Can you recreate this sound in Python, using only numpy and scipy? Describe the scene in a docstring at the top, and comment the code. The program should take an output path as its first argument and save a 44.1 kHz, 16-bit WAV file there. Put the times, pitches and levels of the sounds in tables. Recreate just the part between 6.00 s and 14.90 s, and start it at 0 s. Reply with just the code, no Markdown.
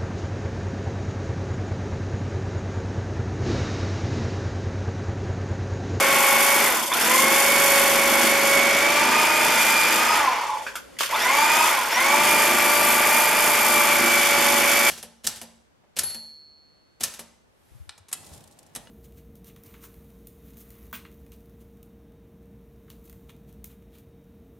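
"""An electric carving knife saws through a foam block in a workshop. From the start its motor whines, its worm
gear clatters the same pattern on every crank turn, and its twin blades hiss on each stroke. Near 0.7 s it slows
briefly, with single bites, and the motor kicks back in with a knock. At 4.2 s the trigger is let go and the
motor coasts to a stop; the block knocks and the still blade scuffs the foam. At 5.1 s the knife restarts, slows
briefly again at 5.7 s, then cuts on to the end."""
import sys
import numpy as np
from scipy import signal
from scipy.fft import rfft, irfft, next_fast_len
from scipy.io import wavfile
from scipy.ndimage import uniform_filter1d

SR = 44100
rng = np.random.default_rng(int(sys.argv[2]) if len(sys.argv) > 2 else 0)


def wav_out(sig):
    """Save sig, one row per channel (or a flat mono array), as 16-bit PCM at SR to the path in sys.argv[1]."""
    wavfile.write(sys.argv[1], SR, np.round(np.clip(np.atleast_2d(sig).T, -1, 1) * 32767).astype(np.int16))


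N = 392490

GEAR_RATIO = 11   # turns of the rotor (the motor's spinning part) for one turn of the crank
COAST_S, SWITCH_S = 1.2, .02   # how slowly the rotor loses speed; how long the power takes to switch
AUDIBLE_FROM, AUDIBLE_SPAN = 36, 42   # the knife fades in over these rotor turns per s
MAINS_BUZZ_HZ, BUZZ_DEPTH = 119.8, 0.59
SECOND_DB, SECOND_SHARE, SECOND_AT_THUMP_DB = -32.5, 0.63, -35   # the 2x tone follows the thump's level
THIRD_HZ, THIRD_WIDTH_HZ, THIRD_OVER_RATTLE_DB = 973, 250, -0.5   # the housing rings with the 3x tone
DAMPED_FROM_DB, DAMPING = -39, .8   # a blade deep in foam (thump above this level) damps the 3x tone
FOURTH_THROB_DB = 7   # swing of the 4x tone on each crank turn
SQUEAK_MULTIPLE, SQUEAK_DB, SQUEAK_FULL_AT = 24, -28.5, 800   # strongest from 800 turns per s per s
WHINE_WAVER_PER_S, RATTLE_WAVER_PER_S, RATTLE_WAVER_DB = 14, 7.8, 1.5
CLATTER_DB, RATTLE_TRIM_DB = -22, -3
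FIZZ_FROM_HZ = 8400   # the foam's fizz lies above, the blades' rasp below
BITE_RISE_S, NOISE_PEAK_DB = 0.0057, 10.5   # bites and scuffs allow this much for peaks over the average
ECHO_FADE_S, ECHO_DB = 0.27, -5.5   # a fade time is the time to drop by 60 dB
HUM_HZ, HUM_WIDTH_HZ, HUM_DB = 557, 29.7, -59
ROOM_HISS_DB, RUMBLE_DB, CUTOFF_HZ = -48.5, -73, 15150

# Pauses of the trigger: (let go [s], pressed again [s], braking [turns/s per s], spin-up time [s])
TRIGGER_PAUSES = [(.665, .91, 470, .12), (4.168, 5.068, 280, .128), (5.68, 5.9, 300, .12)]
# The rotor's full speed under the load of the moment: (time [s], speed [turns/s])
FULL_SPEED = [(0, 274), (.35, 275.2), (.62, 282.5), (1.1, 283), (1.3, 278), (1.55, 279.4), (1.85, 277.2),
              (2.5, 277.8), (2.76, 280.3), (3.03, 297.5), (3.22, 308.5), (3.47, 304.3), (3.65, 298.7),
              (3.87, 300.4), (4.06, 309.7), (4.16, 318), (5.3, 318), (5.5, 315), (5.67, 321), (5.95, 303),
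              (6.28, 302.5), (6.62, 293.2), (7.03, 296), (7.15, 298), (7.57, 296.2), (7.93, 291),
              (8.2, 286.4), (8.56, 285), (8.76, 285.3), (8.9, 288.6)]
# The cut at full speed: (time [s], block thump [dB], housing rattle [dB], blade rasp [dB], foam fizz [dB])
CUT_LEVELS = [(0, -32.5, -26, -26, -25), (.25, -36.5, -29.5, -29.5, -25), (.7, -32, -28, -28, -24),
              (1.1, -30, -38, -25.5, -23.5), (1.3, -33, -28, -26, -24.5), (1.8, -32, -28, -28, -24.5),
              (2.15, -33, -28, -28.5, -27.5), (2.55, -32.5, -35, -27, -27.5), (2.81, -34, -31, -28, -32),
              (3.1, -33, -24, -28.5, -33), (3.25, -34, -23.5, -30, -31), (3.38, -36.5, -35, -31, -29.5),
              (3.5, -33.5, -28.5, -27, -29), (3.62, -40.5, -29.5, -28, -28), (3.92, -35, -32.5, -28, -28),
              (4.02, -37, -29, -31, -32), (4.16, -46, -28.5, -30, -35), (4.3, -44, -18.5, -36, -40),
              (4.5, -58, -17.5, -33.5, -42), (4.63, -53, -23.5, -34, -36), (5.15, -40, -19, -27, -29),
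              (5.32, -43, -26.5, -29.5, -32), (5.47, -42, -25, -29, -29), (5.67, -41, -26, -27.5, -28.5),
              (5.95, -44, -24.5, -32.5, -32), (6.1, -36.5, -22, -26, -29.5), (6.25, -33.5, -24, -25.5, -25),
              (6.43, -32, -25.5, -27.5, -24), (6.61, -36.5, -29.5, -31, -27), (6.75, -34, -26, -32, -23.5),
              (7.26, -35, -28, -31.5, -24), (7.9, -34, -29, -29, -24.5), (8.18, -35, -36, -28, -27),
              (8.33, -35.5, -32, -27, -28), (8.55, -33, -31, -26, -25), (8.76, -37, -37, -26.5, -26),
              (8.9, -42, -34, -27.5, -26)]
# Level lost below full speed; the rows are thump, rattle, clatter, rasp, fizz and whine:
# (loss with power on [dB/octave], loss with power off [dB/octave], extra loss on letting go [dB])
SLOWING_LOSSES = [(18, 12, 4.5), (6, 6.5, 1.5), (5.5, 14, 0), (11.5, 7, 1.5), (9.5, 12.5, -0.5),
                  (4.5, 6.5, 1.2)]
# Tones at multiples of the rotor speed, before the handle shapes them:
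# (time [s], 4x level [dB], 8x level [dB], 16x level [dB])
WHINE_LEVELS = [(0, -32, -26.5, -32), (.42, -32.5, -28, -36), (.62, -40, -30.5, -33), (1.0, -33, -31, -32),
                (1.15, -29.5, -26.5, -33), (1.5, -36, -29, -34), (1.9, -36.5, -31.5, -32),
                (2.45, -39, -28.5, -31), (2.75, -39, -23.5, -42), (3.15, -25, -29.5, -33),
                (3.45, -36, -28, -37), (3.9, -33.5, -26.5, -33), (4.08, -26.5, -34, -32.5),
                (4.36, -26, -26, -35), (4.5, -42, -30, -35), (5.2, -35, -23, -30), (5.3, -28, -25, -32),
                (5.66, -28.5, -29, -30), (6.0, -30.5, -26, -38), (6.25, -29, -25.5, -34),
                (6.65, -31, -28.5, -34), (7.1, -29.5, -28.5, -31), (7.5, -32, -28.5, -29.5),
                (7.85, -29, -27.5, -39), (8.15, -39, -23.5, -36), (8.56, -39, -32, -35),
                (8.9, -41, -22, -33)]
# How far each tone's level wanders: (2x [dB], 4x [dB], 8x [dB], 16x [dB])
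WHINE_WAVER = [0.99, 0.87, 0.82, 3.5]
# How well the handle gives off a tone: (frequency [Hz], gain [dB])
HANDLE_RESPONSE = [(130, -45), (300, -21), (480, -10), (540, 0.5), (620, -6.5), (750, -7), (900, -3),
                   (1040, 7.5), (1130, -0.5), (1230, -1), (1400, 0), (1700, -12), (2050, 1.5), (2550, -0.5),
                   (2950, -23), (3480, -1), (4100, -17), (4800, -6.5)]
# The tone of the motor's sliding contacts is heard as it crosses these:
# (frequency [Hz], width [Hz], gain [dB])
SQUEAK_RESONANCES = [(2260, 320, -11), (3500, 160, -2), (5570, 220, 1), (6450, 600, -17), (7360, 410, 6.5)]
# Tones of the unbalanced, free-wheeling rotor: (multiple of rotor speed [x], level [dB])
UNBALANCE_TONES = [(1, -24), (5, -31), (6, -32), (7, -36)]
# Tone colour of the gear clatter: (frequency [Hz], gain [dB])
CLATTER_SPECTRUM = [(180, -22.5), (300, -10), (336, -10), (502, -6.5), (548, -8.5), (644, -1.5), (860, -1),
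                    (1300, -4), (2090, 1.5), (2260, -0.5), (3970, -9), (4790, -10), (6000, -12),
                    (7800, -25), (13200, -120)]
# Tone colour of the repeating tooth contacts: (frequency [Hz], gain [dB])
TOOTH_SPECTRUM = [(1000, -8.0), (1600, -12.0), (3000, -18)]
# Where the plastic casing lifts the clatter: (frequency [Hz], width [Hz], gain [dB])
CASING_RESONANCES = [(538, 18, 6.5), (1420, 150, 6), (2310, 245, 4)]
# Where the housing rings under the crank's blows: (frequency [Hz], width [Hz], gain [dB])
HOUSING_RESONANCES = [(857, 14, 5.5), (967, 40, 0.5), (1043, 33, -1.5), (1142, 60, -3)]
# Tone colour of blades in foam: (frequency [Hz], gain [dB])
HISS_SPECTRUM = [(1470, -23.5), (2500, -12), (3500, -1.5), (3940, -15), (4610, -8.5), (7440, -8),
                 (8080, -11), (12400, -8), (13600, -10), (14900, -24)]
# Single bites of the slowed blades: (start [s], rough peak level [dB])
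BLADE_BITES = [(0.7587, -21), (0.7906, -18), (0.829, -16), (0.8729, -19), (0.9343, -11.5), (0.9694, -20),
               (1.0094, -10), (5.1068, -21), (5.9165, -19)]
# Tone colour of the crank's thump in the block: (frequency [Hz], gain [dB])
THUMP_SPECTRUM = [(35, -51), (60, -30), (81, -14.5), (108, -34), (161, -7.5), (194, -9), (244, 1.5),
                  (296, -7), (338, 1), (387, -4), (442, -6), (470, -8.5), (500, -5.5), (650, -5),
                  (1100, -120)]
# Knocks: the motor kicking back in at 0.917 s, then knife and block: (time [s], ring peak [dB], pitch [Hz],
# ring fade time [s], crack level [dB])
KNOCKS = [(.917, -14.5, 1010, 0.087, -47), (4.666, -18.5, 1599, 0.044, -54),
          (4.755, -21.5, 1430, 0.037, -31), (4.968, -39, 2000, .04, -64), (5.008, -15.5, 1080, 0.027, -40)]
# The tones in one knock: (multiple of its pitch [x], gain [dB])
KNOCK_TONES = [(1, 10), (1.48, -2), (2.2, -29)]
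# The still blade scuffs the foam: (time [s], peak before thinning [dB], fade time [s], thin below [Hz])
SCUFFS = [(4.9874, -11, 0.17, 2300), (5.0067, -14, 0.22, 250), (5.0214, -18, 0.26, 900),
          (5.0334, -27, 0.29, 600), (5.0594, -21, 0.35, 1500)]
# Tone colour of a scuff: (frequency [Hz], gain [dB])
SCUFF_SPECTRUM = [(180, -65), (300, -23), (586, -8), (813, -27), (1060, -10), (2000, -13), (3160, -11),
                  (4030, -19), (4520, -16.5), (14900, -25.5)]
# Stereo width of the noises: (frequency [Hz], side signal against middle signal [dB])
STEREO_WIDTH = [(60, -43), (180, 4), (540, 4), (1610, -7), (4830, -5.5), (14400, -3)]
# Tone colour of the rumble through the bench: (frequency [Hz], gain [dB])
RUMBLE_SPECTRUM = [(12, -46), (20, -13), (65, 20), (81, 18), (107, -12), (130, 0), (170, -8), (290, -120)]
# Tone colour of the room's hiss: (frequency [Hz], gain [dB])
ROOM_SPECTRUM = [(15, -30), (25, -20), (64, 4), (93, -7), (230, -3.5), (541, -4), (949, -9), (1110, -8),
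                 (1660, -10), (3160, -13), (3910, -15), (12000, -22), (14900, -43)]
# Narrow gaps in the treble: (frequency [Hz], width [Hz])
TREBLE_GAPS = [(3950, 160), (7900, 110)]


def rotor(full_speed):
    """Speed [turns/s] and power [0-1]: the rotor brakes when let go and speeds up again when pressed."""
    t, speed, power = np.arange(N) / SR, full_speed.copy(), np.ones(N)
    for off_s, on_s, braking, spin_up_s in TRIGGER_PAUSES:
        off, on, drag = int(off_s * SR), int(on_s * SR), braking * COAST_S
        slowing = (speed[off] + drag) * np.exp(-(t[off:on] - off_s) / COAST_S) - drag
        speed[off:on] = np.maximum(slowing, 0)
        shortfall = full_speed[on] - speed[on - 1]
        speed[on:] = full_speed[on:] - shortfall * np.exp(-(t[on:] - on_s) / spin_up_s)
        power[off:on] = 0
    return speed, uniform_filter1d(power, size=int(SWITCH_S * SR))


def motor_whine(speed, thump_db, rattle_db, second_db, fourth_db, eighth_db, sixteenth_db):
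    """Tones at multiples of the rotor speed: low ones throb with the crank, high ones with the mains."""
    turns = np.cumsum(speed) / SR
    flutter = from_db(0.37 * np.array([drift(13), drift(19)]))   # loose bearings shake the level
    wobble = 0.021 * drift(30)   # and the rotor's angle

    def tone(multiple, db):
        """One wobbling tone locked to the rotor."""
        cycles = multiple * turns + rng.random() + np.sqrt(multiple) * wobble
        return np.sqrt(2) * from_db(db) * np.sin(2 * np.pi * cycles)

    crank_angle = 2 * np.pi * turns / GEAR_RATIO
    second = (1 + 0.16 * np.sin(crank_angle)) * tone(2, second_db)
    fourth = unit_level(from_db(FOURTH_THROB_DB * np.cos(crank_angle))) * tone(4, fourth_db)
    pulsing = from_db(6.7 * np.sin(crank_angle) + 1.7 * np.sin(2 * crank_angle) + 2.2 * drift(22))
    third_db = rattle_db + THIRD_OVER_RATTLE_DB - DAMPING * np.maximum(thump_db - DAMPED_FROM_DB, 0)
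    third = steep_resonance(pulsing * tone(3, third_db), THIRD_HZ, THIRD_WIDTH_HZ)
    acceleration = uniform_filter1d(np.gradient(speed) * SR, size=1500)
    # The sliding contacts squeak while the motor draws current to speed up.
    sparking = np.clip(acceleration / SQUEAK_FULL_AT, .1, 1) * from_db(3.8 * drift(70))
    squeak = resonances(sparking * tone(SQUEAK_MULTIPLE, SQUEAK_DB), SQUEAK_RESONANCES)
    # The tones of the rotor's slots fade while it slows.
    slots = np.clip(1 + acceleration / 400, .1, 1) * (tone(8, eighth_db) + tone(16, sixteenth_db))
    buzz = 1 + BUZZ_DEPTH * np.sin(2 * np.pi * MAINS_BUZZ_HZ * np.arange(N) / SR)
    return flutter[0] * (second + third + fourth) + flutter[1] * buzz * (slots + squeak)


def whine_levels(speed, thump_db, loss_db):
    """Wandering levels [dB] of the 2x, 4x, 8x and 16x tones; the foam carries the 2x tone."""
    second_db = SECOND_DB + SECOND_SHARE * (thump_db - SECOND_AT_THUMP_DB)
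    levels = second_db, *curves(WHINE_LEVELS)
    return [db - loss_db + handle_db(multiple * speed) + waver_db * drift(WHINE_WAVER_PER_S)
            for multiple, db, waver_db in zip((2, 4, 8, 16), levels, WHINE_WAVER)]


def handle_db(hz):
    """The handle gives off some pitches better than others."""
    return np.interp(hz, *np.transpose(HANDLE_RESPONSE))


def coasting_tones(speed):
    """The unbalanced rotor's tones slide down through the handle's resonances as it slows."""
    turns = np.cumsum(speed) / SR
    tones = np.zeros(N)
    for multiple, db in UNBALANCE_TONES:
        gain = from_db(db + handle_db(multiple * speed) + 2.9 * drift(25))
        tones += gain * np.sin(2 * np.pi * (multiple * turns + rng.random()))
    return tones


def gearbox(crank, rattle_db, clatter_db):
    """Gear teeth clatter, loose parts swell on each stroke, and each reversal knocks the housing."""
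    swell = from_db(0.94 * np.cos(4 * np.pi * crank) + 0.42 * drift(15))
    teeth = colour(crank_pattern(crank, harmonics=90, change_per_s=0.75), TOOTH_SPECTRUM)
    clatter = casing(colour(0.55 * teeth + swell * rng.standard_normal(N), CLATTER_SPECTRUM))
    out_stroke, back_stroke = [np.diff(np.floor(crank + shift), prepend=0) for shift in (0, .43)]
    blows = unit_level((out_stroke + 0.47 * back_stroke) * from_db(1.4 * drift(11)))
    shaking = blows + 0.84 * teeth + .5 * rng.standard_normal(N)
    rattle = resonance(resonances(shaking, HOUSING_RESONANCES), hz=873, width_hz=440)
    return from_db(rattle_db + RATTLE_TRIM_DB) * unit_level(rattle) + from_db(clatter_db) * unit_level(clatter)


def crank_pattern(crank, harmonics, change_per_s):
    """The same tooth contacts come round on every crank turn, slowly blending between two shapes."""
    size = 2048
    bins = np.arange(size // 2 + 1)
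    shapes = irfft(np.exp(2j * np.pi * rng.random((2, len(bins)))) * (bins < harmonics), size)
    first, second = [np.interp(crank % 1 * size, np.arange(size), shape, period=size) for shape in shapes]
    blend = 0.62 * drift(change_per_s)
    return unit_level(np.cos(blend) * first + np.sin(blend) * second)


def casing(x):
    """The plastic handle lifts whatever lies on its resonances."""
    return x + sum((from_db(db) - 1) * resonance(x, hz, width) for hz, width, db in CASING_RESONANCES)


def blades(crank, rasp_db, fizz_db):
    """Two strokes per crank turn: the hiss jumps as the teeth bite, then fades until they turn back."""
    stroke = (2 * crank + 0.041 * drift(13)) % 1
    bite = np.minimum(stroke / 0.3, 1) * np.exp(-1.2 * stroke) + 0.29
    uneven = from_db(np.cos(2 * np.pi * crank) + 0.2 * drift(21) + drift(5.9))
    torn_cells = rng.random(N) < 200 / SR   # about 200 foam cells tear each second
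    tears = torn_cells * from_db(-36 + 2 * np.minimum(rng.exponential(1, N), 4))
    tears = signal.lfilter([1], [1, -.97], tears)   # each lasts under a millisecond
    hiss = stereo_noise(bite * uneven * (1 + tears), HISS_SPECTRUM)
    rasp, fizz = [signal.sosfilt(signal.butter(4, FIZZ_FROM_HZ, band, fs=SR, output="sos"), hiss)
                  for band in ("low", "high")]
    return from_db(rasp_db) * unit_level(rasp) + from_db(fizz_db) * unit_level(fizz)


def slow_bites():
    """Single strokes of the slowed blades, each a hiss that swells and fades."""
    swell = np.zeros(N)
    for start_s, db in BLADE_BITES:
        age = np.maximum(np.arange(N) / SR - start_s, 0) / BITE_RISE_S
        swell += from_db(db) * age * np.exp(1 - age)
    return swell * from_db(-NOISE_PEAK_DB) * stereo_noise(1, HISS_SPECTRUM)


def block_thump(crank, thump_db):
    """The foam block carries the crank's low shaking unevenly."""
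    shaking = crank_pattern(crank, harmonics=40, change_per_s=1.7) + 1.9 * rng.standard_normal(N)
    return from_db(thump_db + 1.9 * drift(19)) * unit_level(colour(shaking, THUMP_SPECTRUM))


def knocks():
    """The motor's kick and the knocks of knife and block: each a dull, rough ring with two overtones and a
    short bright crack."""
    sound, noise = np.zeros(N), rng.standard_normal(N)
    crack = unit_level(colour(noise, HISS_SPECTRUM))
    for start_s, peak_db, hz, fade_s, crack_db in KNOCKS:
        blow = fading(start_s, 0, 0.0019) + 0.17 * fading(start_s, 0, 0.16) * noise
        ring = sum(from_db(db) * resonance(blow, k * hz, k * 5.5 / fade_s) for k, db in KNOCK_TONES)
        sound += from_db(peak_db) * ring / np.abs(ring).max() + fading(start_s, crack_db, 0.13) * crack
    return sound


def scuffs():
    """The still blade rubs the foam in short bursts; a light touch has no low notes."""
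    friction = from_db(-NOISE_PEAK_DB) * stereo_noise(from_db(2 * drift(150)), SCUFF_SPECTRUM)
    sound = np.zeros((2, N))
    for start_s, db, fade_s, low_hz in SCUFFS:
        thinned = signal.lfilter(*signal.butter(2, low_hz, "high", fs=SR), friction)
        sound += fading(start_s, db, fade_s) * thinned
    return sound


def workshop_echo(x):
    """Sound bounces round the workshop: six fading echo loops for each ear."""
    size = next_fast_len(N + SR // 2)
    radians_per_sample = 2 * np.pi * np.arange(size // 2 + 1) / size
    delays = (rng.uniform(.008, .03, (2, 6)) * SR).astype(int)
    loop = lambda lag: 1 / (from_db(60 * lag / SR / ECHO_FADE_S) * np.exp(1j * radians_per_sample * lag) - 1)
    response = [sum((-1) ** k * loop(lag) for k, lag in enumerate(ear)) / 3 for ear in delays]
    return irfft(rfft(x, size) * np.array(response), size)[:, :N]


def background(running):
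    """Room hiss, a faint hum, and low rumble through the bench while the motor turns."""
    hum = from_db(HUM_DB) * unit_level(steep_resonance(rng.standard_normal(N), HUM_HZ, HUM_WIDTH_HZ))
    rumble_gain = running * from_db(RUMBLE_DB + 2 * drift(2.5))
    rumble = rumble_gain * unit_level(colour(rng.standard_normal(N), RUMBLE_SPECTRUM))
    return from_db(ROOM_HISS_DB) * stereo_noise(1, ROOM_SPECTRUM) + hum + rumble


def from_db(db):
    """Turns a level in dB into a gain."""
    return 10 ** (np.asarray(db) / 20)


def unit_level(x):
    """Scales a signal to an average (rms) level of 1."""
    return x / np.sqrt(np.mean(x ** 2) + 1e-20)


def curves(table):
    """One curve over time for each value column, joining the rows with straight lines."""
    times, *columns = np.transpose(table)
    return [np.interp(np.arange(N) / SR, times, column) for column in columns]


def drift(rate):
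    """A smooth random wander of about 1 either way; a higher rate wanders faster."""
    step, warm_up = 40, 2000
    pole = np.exp(-2 * np.pi * rate * step / SR)
    noise = rng.standard_normal(N // step + warm_up + 2)
    slow = signal.lfilter([1], [1, -2 * pole, pole * pole], noise)[warm_up:]
    return np.interp(np.arange(N) / step, np.arange(len(slow)), unit_level(slow))


def fading(start_s, peak_db, fade_s):
    """The loudness of a blow: a sudden rise, then a steady fade."""
    age = np.arange(N) / SR - start_s
    return from_db(peak_db - np.clip(60 * age / fade_s, 0, 200)) * np.clip(age / 0.00018, 0, 1)


def colour(x, spectrum):
    """Shapes the tone colour with a table of (frequency [Hz], gain [dB])."""
    size = next_fast_len(N)
    hz, db = np.transpose(spectrum)
    log_hz = np.log(np.arange(size // 2 + 1) * SR / size + 1)
    gain = from_db(np.interp(log_hz, np.log(hz), db))
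    return irfft(rfft(x, size) * gain, size)[..., :N]


def stereo_noise(loudness, spectrum):
    """Coloured noise that follows a loudness curve; a side signal sets left and right apart."""
    middle, side = colour(loudness * rng.standard_normal((2, N)), spectrum)
    side = colour(side, STEREO_WIDTH)
    return unit_level(np.array([middle + side, middle - side]))


def resonance(x, hz, width_hz):
    """Rings at one pitch: lets it through at full strength and weakens the rest."""
    pole = np.exp(-np.pi * width_hz / SR)
    gain = (1 - pole * pole) / 2
    return signal.lfilter([gain, 0, -gain], [1, -2 * pole * np.cos(2 * np.pi * hz / SR), pole * pole], x)


def steep_resonance(x, hz, width_hz):
    """The same resonance twice, so less gets past on either side."""
    return resonance(resonance(x, hz, width_hz), hz, width_hz)


def resonances(x, table):
    """Several resonances side by side, added with alternating signs."""
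    return sum((-1) ** k * from_db(db) * resonance(x, hz, width) for k, (hz, width, db) in enumerate(table))


def scene():
    """The knife in the middle and the block's thump a little to the right, in an echoing workshop."""
    full_speed, = curves(FULL_SPEED)
    thump_db, rattle_db, rasp_db, fizz_db = curves(CUT_LEVELS)
    speed, power = rotor(full_speed)
    octaves_down = np.log2(full_speed / np.maximum(speed, AUDIBLE_FROM))
    *losses, whine_loss = [power * driven * octaves_down + (1 - power) * (idle * octaves_down + step)
                           for driven, idle, step in SLOWING_LOSSES]
    whine_db = whine_levels(speed, thump_db, whine_loss)
    rattle_db = rattle_db + RATTLE_WAVER_DB * drift(RATTLE_WAVER_PER_S)
    levels = thump_db, rattle_db, CLATTER_DB, rasp_db, fizz_db
    thump_db, rattle_db, clatter_db, rasp_db, fizz_db = [db - loss for db, loss in zip(levels, losses)]
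    running = np.clip((speed - AUDIBLE_FROM) / AUDIBLE_SPAN, 0, 1)
    crank = np.cumsum(speed) / SR / GEAR_RATIO   # crank turns so far
    whine = motor_whine(speed, thump_db, rattle_db, *whine_db)
    knife = running * (whine + gearbox(crank, rattle_db, clatter_db)) + knocks()
    knife += running * (1 - power) * from_db(-whine_loss) * coasting_tones(speed)
    block = running * block_thump(crank, thump_db)
    direct = knife * from_db([[-.1], [.1]]) + block * from_db([[-1.5], [1.5]])
    echo = from_db(ECHO_DB) * workshop_echo(knife + block)
    foam = running * blades(crank, rasp_db, fizz_db) + slow_bites() + scuffs()
    return direct + echo + foam + background(running)


def record(dry):
    """Cuts two narrow gaps in the treble, rounds off loud peaks and removes the very top."""
    for hz, width in TREBLE_GAPS:
        dry = dry - resonance(dry, hz, width)
    rounded = .8 * np.tanh(dry / 0.79)
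    return signal.sosfilt(signal.cheby2(20, 70, CUTOFF_HZ, fs=SR, output="sos"), rounded)


dry = scene()
out = record(dry)
wav_out(out)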